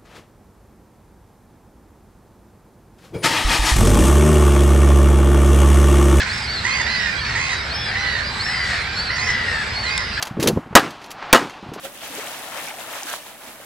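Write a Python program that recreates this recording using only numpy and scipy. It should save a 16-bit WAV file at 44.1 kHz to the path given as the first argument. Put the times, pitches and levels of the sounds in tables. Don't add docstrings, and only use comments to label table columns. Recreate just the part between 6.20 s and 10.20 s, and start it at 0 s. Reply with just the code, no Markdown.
import sys
import numpy as np
from scipy import signal
from scipy.fft import rfft, irfft, next_fast_len
from scipy.io import wavfile
from scipy.ndimage import uniform_filter1d

SR = 44100
rng = np.random.default_rng(int(sys.argv[2]) if len(sys.argv) > 2 else 0)


def persist_wave(psi):
    counts = np.round(np.clip(psi, -1, 1) * 32767).astype(np.int16)
    wavfile.write(sys.argv[1], SR, np.atleast_2d(counts).T)


N = 176400

# (frequency [Hz], relative density [dB])
COLONY_SPECTRUM = [(180, -48), (300, -12), (476, -7.5), (667, -5), (737, -4.5), (825, -3), (1090, -4),
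                   (1180, -2.5), (1500, 1.5), (1860, 1), (2380, -4), (3140, -8.5), (4450, -6), (5040, -8.5),
                   (5930, -17.5), (7710, -43), (13000, -120)]
RUMBLE_SPECTRUM = [(12, -50), (20, -21), (54, -3.5), (75, -0.5), (114, -0.5), (166, -10), (214, -7.5),
                   (296, -18.5), (400, -16.5), (520, -22), (880, -120)]
HISS_SPECTRUM = [(4000,-38),(5500,-10),(6800,-1.5),(8000,2),(9000,-6.5),(10500,-9),(13000,-23.5),(15500,-36)]
# (frequency [Hz], coherence [0-1])
PORT_COHERENCE = [(60, 0.95), (110, 1), (220, 0.98), (420, 0.8), (790, 0.62), (1510, 0.3), (2880, 0.71),
                  (5480, 0.52)]
# (frequency [Hz], left minus right [dB])
PORT_BALANCE = [(60, -1), (110, -0.5), (220, 0.5), (420, 3), (790, -2.5), (1510, -2), (2880, -6.5),
                (5480, 0.0)]
# (frequency [Hz], phase [rad])
PORT_PHASE = [(0, 0), (600, -0.63), (860, 0.0017), (1550, -0.91), (2580, 0.82), (4050, -0.66), (5250, 0.7),
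              (5680, 0.36)]
# (frequency [Hz], level [dB])
CAMERA_WHINE = [(6223,-73),(7273,-75),(7727,-67),(8182,-75),(9900,-83)]

# (time [s], length [s], rise [s], top pitch [Hz], end pitch [Hz], level [dB],
# rattle [beats/s], left minus right [dB], treble [dB], roughness [0-1])
NEAR_CRIES = [(-.08,0.12,0.078,882,690,-20.5,79,-1.5,5.5,0.3),(.655,0.25,0.056,1014,888,-26,83,-6.5,2,0.13),(1.745,0.27,0.039,1012,890,-26,76,-6,-2,.15),(2.255,0.32,0.093,1028,901,-26,87,2,-5.5,0.35),(2.89,.085,0.0304,1025,990,-27,67,-4,-15,.1),(3.065,.38,0.0196,1002,838,-25,68,3,-8,0.22),(3.965,.2,0.055,905,800,-26.5,68,3,-10,.1)]
FAR_CRIES = [(.05,0.16,0.044,861,797,-31,69.8,-6.5,2,0.78),(.67,0.33,0.031,852,765,-33.5,74.5,-13,3,.25),(1.04,0.15,0.077,936,915,-27.5,71.7,-2.5,5,0.68),(1.47,0.28,.03,820,768,-38,70,2,-2,0.2),(1.66,.12,0.08,930,915,-29,69.4,3.5,-16,0.78),(1.98,0.3,.04,793,738,-38.5,72.8,-10,5,0.33),(2.49,0.141,.05,873,830,-28.5,70.9,-1.5,3,0.83),(2.62,0.14,0.083,797,782,-33,70.8,-2,-12,0.25),(3.42,0.18,0.034,780,718,-35,70.3,4.5,-12,.3)]
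# (frequency [Hz], gain [dB])
THROAT = [(400,-27),(900,-23.5),(1300,-14),(1650,0),(1950,-0.5),(2350,-11.5),(3000,-13.5),(4000,-13),(5000,-21),(7500,-28.5),(12000,-73)]
FAR_THROAT = [(400,-24),(800,-15),(1200,-11.5),(1650,-2),(2000,1.5),(2420,-2),(3000,-16),(4000,-15.5),(5000,-20.5),(7500,-27.5),(12000,-55)]
YELP_THROAT = [(500,-21),(1050,-9.5),(1450,-7),(1850,2.5),(2100,1.5),(2500,-15),(3200,-14.5),(4500,-22),(6200,-13.5),(7600,-19.5),(9000,-31.5),(12000,-50)]
# (time [s], rise [s], time to fall 20 dB [s], level [dB])
SPLASHES = [(0,0.13,0.26,-35),(2.42,0.067,.15,-32.5),(3.25,.13,.18,-39.5)]
# (frequency [Hz], gain [dB])
SPRAY_SPECTRUM = [(300,-45),(1500,-4),(3000,-5.5),(4800,3.5),(6200,-9),(8000,-6),(10000,-21),(13000,-32),(16000,-58)]
# (time [s], pitch [Hz], relative level [dB])
BEG_CONTOURS = [
    [(0.1, 4165, -27.5), (0.124, 4826, -35), (0.14, 5253, -34), (0.162, 5172, -34), (0.24, 4970, -35),
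     (0.244, 4952, -30), (0.266, 4872, -36)],
    [(0.745, 4247, -29), (0.777, 4704, -32), (0.805, 5353, -37), (0.819, 5328, -37), (0.851, 5161, -34),
     (0.857, 5095, -46), (0.871, 5080, -37), (0.945, 4860, -38.5), (0.965, 4700, -47)],
    [(1.5, 4040, -38), (1.524, 4400, -25), (1.534, 4551, -40), (1.544, 5130, -28), (1.578, 5300, -33),
     (1.6, 5348, -31.5), (1.676, 5000, -34.5), (1.698, 4838, -30), (1.712, 4753, -41), (1.722, 4380, -37),
     (1.76, 4130, -39.5)],
    [(2.2, 4203, -35), (2.208, 4298, -24), (2.22, 4446, -23.5), (2.232, 4927, -41), (2.24, 5209, -25.5),
     (2.255, 5350, -31), (2.28, 5410, -33), (2.288, 5180, -29.5), (2.45, 4616, -33), (2.455, 4578, -36)],
    [(2.99, 4085, -29), (3.012, 4447, -31), (3.038, 5207, -34), (3.08, 5470, -32.5), (3.088, 5230, -38),
     (3.102, 5182, -29), (3.142, 5082, -36.5), (3.216, 4785, -40), (3.255, 4599, -37)],
    [(3.695, 4519, -32), (3.725, 4861, -30), (3.735, 4972, -41), (3.773, 5347, -31), (3.821, 5161, -43),
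     (3.827, 5167, -36), (3.915, 4918, -42), (3.935, 4858, -36), (3.99, 4670, -37)],
]
PEEP_CONTOURS = [
    [(0.28, 4305, -26.5), (0.29, 4270, -39), (0.294, 4417, -27), (0.318, 4600, -33.5), (0.352, 4500, -30),
     (0.372, 4215, -31), (0.4, 4100, -31)],
    [(0.512, 4210, -30), (0.516, 4160, -31), (0.536, 4510, -29), (0.554, 4680, -32.5), (0.63, 4760, -35),
     (0.69, 4683, -40)],
    [(0.99, 4042, -32), (1.012, 4520, -36), (1.032, 4380, -33), (1.064, 4520, -32), (1.108, 4440, -39),
     (1.132, 4150, -37), (1.16, 4068, -44)],
    [(1.868, 4480, -36), (1.88, 4330, -35), (1.93, 4700, -37), (1.95, 4560, -37), (1.978, 4220, -38),
     (2.0, 4150, -40)],
    [(2.02, 4235, -45), (2.032, 4338, -40), (2.054, 4830, -35), (2.074, 4880, -30), (2.1, 4867, -36),
     (2.115, 4720, -40)],
    [(2.755, 4183, -36), (2.775, 4425, -29.5), (2.801, 4423, -23.5), (2.819, 4610, -30),
     (2.857, 4578, -34.5), (2.897, 4200, -30), (2.915, 4040, -40)],
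    [(3.535, 4069, -38), (3.557, 4450, -30), (3.577, 4280, -25.5), (3.595, 4500, -29), (3.639, 4430, -33),
     (3.667, 4090, -28), (3.69, 4050, -30), (3.706, 3620, -42)],
]
# (time [s], length [s], top pitch [Hz], level [dB])
FAR_PEEPS = [(1.29,0.137,3920,-33.5),(1.305,.13,4850,-39),(1.405,0.068,5350,-41),(1.555,0.162,3420,-34),(2.117,0.22,4020,-39.5),(2.721,.2,4100,-36),(2.88,.125,4570,-36),(3.641,0.142,4620,-37),(3.7,.16,3880,-42),(0.607,0.042,3500,-34),(1.78,0.06,5900,-41),(.68,0.097,4170,-30.5),(1.76,0.2,4050,-34),(2.5,0.1,4400,-35),(2.9,.1,5500,-39),(3.25,0.0975,5150,-38),(1,.05,1800,-30),(.965,.055,3330,-33.5)]
# (time [s], length [s], level [dB])
SIZZLES = [(0.302,0.18,-49.5),(2.08,0.36,-46),(3.22,.25,-48)]
# (frequency [Hz], gain [dB])
SIZZLE_SPECTRUM = [(5000,-40),(7000,-12),(7850,2),(8600,-18),(10000,-15),(13000,-39)]
# (time [s], length [s], top pitch [Hz], level [dB], rattle [beats/s], left minus right [dB],
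# treble [dB], second tone relative to the voice [dB], roughness [0-1])
YELPS = [(.437,0.19,1065,-23,67,-6,0.5,-9,0.24),(1.15,0.2,1075,-24.5,75,-5.5,1.5,-6.5,0.19),(2.955,.165,1040,-26,68,-5.5,3,-11,0.34),(3.628,0.2,1062,-27.5,70,-7,-3.5,-7.5,0.05)]
# (time [s], length [s], top pitch [Hz], level [dB])
MOANS = [(1.67,0.27,809,-42),(2.251,0.29,767,-43.5),(2.88,0.26,715,-46),(3.504,0.2,756,-49)]
# (frequency [Hz], level [dB], time to fall 60 dB [s])
TICK_MODES = [(3710,-10,0.0095),(4430,-12,0.007),(7930,-9.5,.006),(8450,-26,0.0033)]

PORT_LAG_S_PER_DB, WHISTLE_EDGE_S = .000013, .007

def amp(db):
    return 10 ** (np.asarray(db) / 20)

def unit(x):
    return x / np.sqrt(np.mean(x ** 2) + 1e-20)

def curve_at(points, hz):
    knots_hz, values = np.transpose(points)
    return np.interp(np.log(hz + 1), np.log(knots_hz + 1), values)

def colour(x, points, treble_db=0):
    hz = np.fft.rfftfreq(len(x), 1 / SR)
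    shelf_db = treble_db * np.clip((hz - 2300) / 2500, 0, 1)
    return unit(irfft(rfft(x) * amp(curve_at(points, hz) + shelf_db), len(x)))

def wander(size, hz):
    n = next_fast_len(size + 4096)
    rolloff = 1 + (np.fft.rfftfreq(n, 1 / SR) / hz) ** 4
    return unit(irfft(rfft(rng.standard_normal(n)) / rolloff, n))[:size]

def fade(t, edge_s):
    return np.sin(np.pi / 2 * np.clip(np.minimum(t - t[0], t[-1] - t) / edge_s, 0, 1))

def place(mix, start, x, pan_db=0):
    for channel, side in zip(mix, (.5, -.5)):
        at = round((start - side * pan_db * PORT_LAG_S_PER_DB) * SR)
        part, heard = channel[max(at, 0):], x[max(-at, 0):]
        part[:len(heard)] += amp(side * pan_db) * heard[:len(part)]

def ambience(spectrum, db, patchy_db):
    hz = np.fft.rfftfreq(2048, 1 / SR)
    a, b, c, d, patches = rng.standard_normal((N // 512 + 5, len(hz), 5)).T
    left, unrelated = a + 1j * b, c + 1j * d
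    patches = unit(uniform_filter1d(uniform_filter1d(patches, size=9, axis=0), size=7, axis=1))
    coherence = curve_at(PORT_COHERENCE, hz)[:, None]
    lag = np.exp(-1j * np.interp(hz, *np.transpose(PORT_PHASE)))[:, None]
    right = (coherence * left + np.sqrt(1 - coherence ** 2) * unrelated) * lag
    lean = amp(curve_at(PORT_BALANCE, hz) / 2)[:, None]
    gain = amp(curve_at(spectrum, hz)[:, None] + patchy_db * patches)
    frames = np.array([left * lean, right / lean]) * gain
    return amp(db) * unit(signal.istft(frames, nperseg=2048, noverlap=1536)[1][:, :N])

def hum_and_whine(hum_hz=66.34, hum_db=-41.5):
    t = np.arange(N) / SR
    tones = [(hum_hz, hum_db), *CAMERA_WHINE]
    return sum(np.sqrt(2) * amp(db) * np.sin(2 * np.pi * (hz * t + rng.random())) for hz, db in tones)

def rattle(t, rate, bend, depth=.7):
    phase = 2 * np.pi * np.cumsum(rate * (1 + .063 * wander(len(t), 43))) / SR
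    beats = 1 - depth + depth * (.5 + .5 * np.cos(phase)) ** .81
    gate = unit(beats * amp(1.1 * wander(len(t), 24))) * fade(t, edge_s=.0099)
    return gate, 1 + bend * np.sin(phase)

def voice(hz, rough, throat, treble_db):
    phase = 2 * np.pi * np.cumsum(hz * (1 + .006 * wander(len(hz), 220))) / SR
    tone = colour(sum(np.cos(k * phase) for k in range(1, 12)), throat, treble_db)
    rasp = colour(rng.standard_normal(len(hz)), throat, treble_db)
    return unit(np.sqrt(1 - rough) * tone + np.sqrt(rough) * rasp)

def cry(throat, length, rise, top_hz, end_hz, db, rate, pan_db, treble_db, rough):
    t = np.arange(0, length, 1 / SR)
    climb = 1 - .17 * np.clip(1 - t / rise, 0, 1) ** 2
    sag = np.clip((t - rise) / max(length - rise, .01), 0, 1) ** 1.6
    hz = climb * (top_hz + (end_hz - top_hz) * sag)
    gate, swing = rattle(t, rate, bend=.022)
    effort_db = 2 * np.exp(-t / .024) - .5 * (t / length - .5)
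    return amp(db + effort_db) * gate * voice(hz * swing, rough, throat, treble_db), pan_db

def adults(flock_per_s=7, flock_hz=802.4, flock_db=-40.5):
    out = np.zeros((2, N))
    groups = (NEAR_CRIES, cry, THROAT), (FAR_CRIES, cry, FAR_THROAT), (YELPS, yelp, YELP_THROAT)
    for calls, kind, throat in groups:
        for start, *call in calls:
            place(out, start, *kind(throat, *call))
    for start, *moan in MOANS:
        place(out, start, arched_whistle(*moan))
    flock = rng.uniform(-1, 1, (int(flock_per_s * N / SR), 5))
    for k, (when, length, pitch, level, pan) in enumerate(flock):
        hz = flock_hz + 130 * pitch
        call = cry(THROAT, .25 + .08 * length, rise=.07, top_hz=hz, end_hz=.88 * hz,
                   db=flock_db + 2 * level, rate=72.13, pan_db=4 * pan - 2, treble_db=0, rough=.35)
        place(out, (k + when / 2) / flock_per_s, *call)
    return out

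def shore_echo(x, t60_s=.31):
    t = np.arange(SR) / SR
    tail = rng.standard_normal((2, SR)) * amp(-60 * t / t60_s) * np.minimum(t / .0055, 1)
    return signal.fftconvolve(x, tail / np.linalg.norm(tail[0]), axes=1)[:, :N]

def splashes():
    out = np.zeros((2, N))
    for start, rise, fall, db in SPLASHES:
        t = np.arange(0, rise + 2 * fall, 1 / SR)
        drops = rng.standard_normal(len(t)) * amp(2 * wander(len(t), 68))
        envelope = amp(db - 20 * (np.maximum(t - rise, 0) / fall) ** 1.9) * fade(t, rise)
        place(out, start, envelope * colour(drops, SPRAY_SPECTRUM), pan_db=1)
    return out

def whistle(t, hz, db, octave_db=-33):
    phase = 2 * np.pi * np.cumsum(hz * (1 + .0033 * wander(len(t), 96))) / SR
    envelope = amp(db + .99 * wander(len(t), 70)) * fade(t, WHISTLE_EDGE_S)
    return np.sqrt(2) * envelope * (np.sin(phase) + amp(octave_db) * np.sin(2 * phase))

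def arched_whistle(length, top_hz, db, arch=.08):
    t = np.arange(0, length, 1 / SR)
    droop = (2 * t / length - 1) ** 2
    hz = top_hz * (1 - arch * droop ** 1.5 + .008 * wander(len(t), 40))
    return whistle(t, hz, db - 6 * droop)

def chicks(crowd_per_s=12, crowd_hz=4600, crowd_db=-40.5):
    out = np.zeros((2, N))
    for calls, gain_db, octave_db, pan_db in (BEG_CONTOURS, 1, -26.5, .8), (PEEP_CONTOURS, 1.5, -33, .7):
        for call in calls:
            times, pitches, levels = np.transpose(call)
            t = np.arange(times[0] - WHISTLE_EDGE_S, times[-1] + WHISTLE_EDGE_S, 1 / SR)
            hz = uniform_filter1d(np.interp(t, times, pitches), size=300)
            db = uniform_filter1d(np.interp(t, times, levels), size=900) + gain_db
            place(out, t[0], whistle(t, hz, db, octave_db), pan_db)
    for start, *peep in FAR_PEEPS:
        place(out, start, arched_whistle(*peep))
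    for when, length, pitch, level, pan in rng.uniform(-.91, 1, (int(crowd_per_s * N / SR), 5)):
        peep = arched_whistle(.13 + .0503 * length, crowd_hz + 600 * pitch, crowd_db + 3 * level, arch=.2)
        place(out, (when + 1) / 2 * N / SR, peep, pan_db=4 * pan)
    return out

def sizzles():
    out = np.zeros((2, N))
    for start, length, db in SIZZLES:
        t = np.arange(0, length, 1 / SR)
        hiss = colour(rng.standard_normal(len(t)), SIZZLE_SPECTRUM)
        place(out, start, amp(db) * fade(t, length / 3) * hiss)
    return out

def yelp(throat, length, top_hz, db, rate, pan_db, treble_db, ring_db, rough, ring_top_hz=2502):
    t = np.arange(0, length, 1 / SR)
    droop = np.abs(2 * t / length - 1) ** 3.5
    gate, swing = rattle(t, rate, bend=.03)
    ring_hz = ring_top_hz * np.sqrt(swing) * (1 - .15 * droop) * (1 + .012 * wander(len(t), 220))
    ring = unit(np.sin(2 * np.pi * np.cumsum(ring_hz) / SR) * fade(t, length / 2) ** 2)
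    voiced = voice(top_hz * swing * (1 - .2 * droop), rough, throat, treble_db)
    effort_db = (1 + 3.5 * t / length) * np.sqrt(droop)
    return amp(db) * gate * unit(amp(effort_db) * voiced + amp(ring_db) * ring), pan_db

def tick(start_s=3.7785, rise_s=.00015):
    out, t = np.zeros((2, N)), np.arange(0, .02, 1 / SR)
    ring = sum(amp(db - 60 * t / t60) * np.sin(2 * np.pi * hz * t) for hz, db, t60 in TICK_MODES)
    place(out, start_s, np.minimum(t / rise_s, 1) * ring, pan_db=.8)
    return out

def scene():
    colony = ambience(COLONY_SPECTRUM, db=-27.47, patchy_db=2.5)
    rumble = ambience(RUMBLE_SPECTRUM, db=-34.1, patchy_db=.47)
    hiss = ambience(HISS_SPECTRUM, db=-49.5, patchy_db=5.5)
    background = colony + rumble + hiss + hum_and_whine()
    cries, water, whistles = adults(), splashes(), chicks()
    direct = cries + water + whistles + sizzles() + tick()
    return background + direct + shore_echo(amp(-6.5) * cries + amp(-18) * whistles)

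def record(dry):
    lowpass = signal.firwin(511, 15400, window=("kaiser", 9), fs=SR)
    return signal.oaconvolve(dry, lowpass[None], "same")


dry = scene()
out = record(dry)
persist_wave(out)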